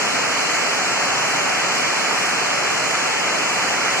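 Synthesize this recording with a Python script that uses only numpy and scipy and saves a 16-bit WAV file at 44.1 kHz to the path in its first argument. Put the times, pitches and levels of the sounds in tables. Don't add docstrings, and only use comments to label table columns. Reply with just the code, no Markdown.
import sys
import numpy as np
from scipy import signal
from scipy.fft import rfft, irfft, next_fast_len
from scipy.io import wavfile
from scipy.ndimage import uniform_filter1d, map_coordinates

SR = 44100
rng = np.random.default_rng(int(sys.argv[2]) if len(sys.argv) > 2 else 0)


def file_out(sig):
    cols = np.atleast_2d(sig).T
    lim = np.clip(cols, -1, 1)
    pcm = np.round(lim * 32767).astype(np.int16)
    wavfile.write(sys.argv[1], SR, pcm)


N = 176400


def amp(db):
    return 10 ** (np.asarray(db) / 20)


def unit(x):
    return x / np.sqrt(np.mean(x ** 2) + 1e-20)


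def along(points, hz):
    freqs, values = np.transpose(points)
    return np.interp(np.log(hz + 1), np.log(freqs + 1), values)


def wobble(per_s):
    knots = rng.standard_normal(int(N * per_s / SR) + 4)
    return map_coordinates(knots, [np.arange(N) * per_s / SR])


def filtered(x, response):
    size = next_fast_len(N + SR // 2)
    return irfft(rfft(x, size) * response(np.fft.rfftfreq(size, 1 / SR)), size)[..., :N]


def merged_drops(patchy_db):
    spectra = signal.stft(rng.standard_normal((2, N)), nperseg=512)[2]
    patches = uniform_filter1d(rng.standard_normal(spectra.shape), size=6, axis=1)
    patches = unit(uniform_filter1d(patches, size=16, axis=2))
    return unit(signal.istft(spectra * amp(patchy_db * patches), nperseg=512)[1][:, :N])


def drops(per_s, hz, octaves, decay_cycles, spread_db):
    when, size, direction, high, low = rng.random((int(per_s * N / SR), 5)).T
    pitch = hz * 2 ** (octaves * (high - low))
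    strength = amp(-spread_db * np.log(1 - .995 * size))
    age = np.arange(SR // 100)
    cycles = pitch[:, None] * age / SR
    decay = np.exp(-np.log(1000) * cycles / decay_cycles)
    rings = strength[:, None] * np.sin(2 * np.pi * cycles) * decay
    at = ((when * N).astype(int)[:, None] + age).ravel()
    shares = np.cos(np.pi * direction), np.sin(np.pi * direction)
    return unit(np.array([np.bincount(at, (rings * share[:, None]).ravel(), N)[:N] for share in shares]))


# (frequency [Hz], relative spectral density [dB])
ROOF_SPECTRUM = [(15, -48), (55, -32.5), (85, -28.5), (120, -11.7), (155, -7.5), (215, -9), (275, -5.5),
                 (340, -6.5), (410, -3.5), (510, -3), (600, -1.2), (660, -1), (740, -2), (900, -1.4),
                 (1020, -3.5), (1200, -1.25), (1350, -1.6), (1550, -3), (1800, -3.5), (2100, -2),
                 (2400, -1), (2780, -3.5), (3080, -7), (3280, -10), (3620, -12.5), (3800, -20), (4300, -28),
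                 (8000, -90)]
def roof_colour(x):
    return unit(filtered(x, lambda hz: amp(along(ROOF_SPECTRUM, hz))))


def roof_roar(level_db=-21.15, sway_db=.22):
    roar = roof_colour(merged_drops(patchy_db=.5))
    return roar * amp(level_db + sway_db * wobble(per_s=3.14))


# (frequency [Hz], bandwidth per stage [Hz], level [dB])
ROOF_MODES = [(269, 45, -47.5), (742, 52, -38.5), (1350, 90, -38), (2395, 120, -41.5)]
def roof_rings(swell_db=3):
    rings = np.zeros((2, N))
    for centre, width, level_db in ROOF_MODES:
        stage = lambda hz: 1j * hz * width / (centre ** 2 - hz ** 2 + 1j * hz * width)
        ring = filtered(rng.standard_normal((2, N)), lambda hz: stage(hz) ** 2)
        rings += amp(level_db) * unit(ring * amp(swell_db * wobble(per_s=9)))
    return rings


def tile_patter(level_db=-33):
    taps = drops(per_s=500, hz=1510, octaves=1.18, decay_cycles=9.6, spread_db=2)
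    return amp(level_db) * roof_colour(taps)


SWELL_GAINS = [(0, -1, -1.5), (.5, .5, 1), (1.15, .5, -1.1), (1.7, 0.5, 1), (2.05, -0.8, -.3),
               (2.35, 1.5, 0.5), (2.85, -0.8, -1.2), (3.1, -1, -0.5), (3.2, -2, 2.5), (3.33, -0.5, 0.5),
               (3.6, 0, -0.7), (4, 0.5, 0.5)]
def swells(x, centres_hz=(1380, 2100), width_hz=240):
    times, *gains = np.transpose(SWELL_GAINS)
    out = x
    for centre, gain_db in zip(centres_hz, gains):
        band = filtered(x, lambda hz: np.exp(-((hz - centre) / width_hz) ** 2))
        gain = amp(np.interp(np.arange(N) / SR, times, gain_db))
        out = out + band * (gain - 1)
    return out


# (frequency [Hz], relative spectral density [dB])
SPRAY_SPECTRUM = [(2500, -62), (3800, -5), (4080, -1), (5100, 0.5), (5700, -1.5), (6700, 0), (7750, -2.5),
                  (8020, -5.5), (8180, -23), (8400, -13.5), (9400, -13.5), (11000, -18.5), (13000, -26.5),
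                  (15000, -32.5)]
# (time [s], left level [dB], right level [dB])
SPRAY_LEVELS = [(0, -26, -26.5), (.6, -26, -26.5), (1.5, -26, -26.5), (2.2, -26.5, -26.5), (2.6, -26, -27),
                (3.3, -26.5, -27), (4, -26.5, -26.5)]
def splashes(sway_db=.2, ticks_re_hiss_db=-9):
    colour = lambda x: unit(filtered(x, lambda hz: amp(along(SPRAY_SPECTRUM, hz))))
    hiss = merged_drops(patchy_db=1.4) * amp(sway_db * wobble(per_s=6.9))
    ticks = drops(per_s=1400, hz=6400, octaves=.97, decay_cycles=4.1, spread_db=3)
    times, *levels = np.transpose(SPRAY_LEVELS)
    level_db = [np.interp(np.arange(N) / SR, times, side) for side in levels]
    return unit(colour(hiss) + amp(ticks_re_hiss_db) * colour(ticks)) * amp(level_db)


def flicker(x, above_hz=8150, depth_db=1.16, per_s=20):
    treble = filtered(x, lambda hz: hz > above_hz)
    gain = amp(depth_db * np.array([wobble(per_s), wobble(per_s)]))
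    return x + treble * (gain - 1)


def scene():
    return swells(roof_roar() + roof_rings() + tile_patter()) + flicker(splashes())


# (frequency [Hz], correlation before clipping [1])
PORT_CORRELATION = [(30, .47), (90, 0.77), (160, 0.82), (300, 0.54), (400, 0.28), (560, 0.055), (750, 0.48),
                    (1150, 0.71), (1700, .84), (2250, 0.58), (2520, -0.12), (2750, -.33), (3000, -0.45),
                    (3330, -1.07), (3780, -0.92), (3940, -0.81), (4040, -0.0082), (4200, -0.02)]
def correlate_ports(x):
    angle = lambda hz: np.arccos(np.clip(along(PORT_CORRELATION, hz), -.995, .995)) / 2
    mid = filtered(x[0] + x[1], lambda hz: np.cos(angle(hz)))
    side = filtered(x[0] - x[1], lambda hz: np.sin(angle(hz)))
    return np.array([mid + side, mid - side])


# (frequency [Hz], lead of the left [rad])
PORT_LEAD = [(40, -.1), (160, -0.26), (260, -0.63), (400, -0.053), (560, 0.57), (750, 0.26), (1200, .24),
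             (1850, -0.19), (2250, -0.02), (2450, .5), (2650, -.25), (2900, -0.46), (3350, 0.054)]
# (frequency [Hz], left minus right [dB])
PORT_BALANCE = [(40, 1.9), (150, 6), (340, 0.3), (500, -0.8), (900, -1), (1350, -0.5), (1700, .4),
                (2200, -3), (2700, -0.2), (3000, 0.2), (3800, 0), (4200, -2), (5150, -4.5), (5750, 3),
                (7000, 1), (8400, -0.5), (9800, 6.5), (11800, 0), (13500, 6), (15000, 1.1)]
def port_response(hz):
    half = np.array([[.5], [-.5]])
    gain = amp(half * along(PORT_BALANCE, hz))
    phase = half * along(PORT_LEAD, hz)
    return gain / np.linalg.norm(gain, axis=0) * np.exp(1j * phase)


# (frequency [Hz], gain [dB])
COMMON_NOTCH = [(3220, 0), (3360, -14), (3530, -22), (3620, -36), (3800, -36), (3930, 0)]
def antiphase_band(x):
    return x - filtered(x.mean(axis=0), lambda hz: 1 - amp(along(COMMON_NOTCH, hz)))


def record(dry, cutoff_hz=15460):
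    heard = filtered(correlate_ports(dry), port_response)
    return filtered(antiphase_band(heard), lambda hz: hz < cutoff_hz)


dry = scene()
out = record(dry)
file_out(out)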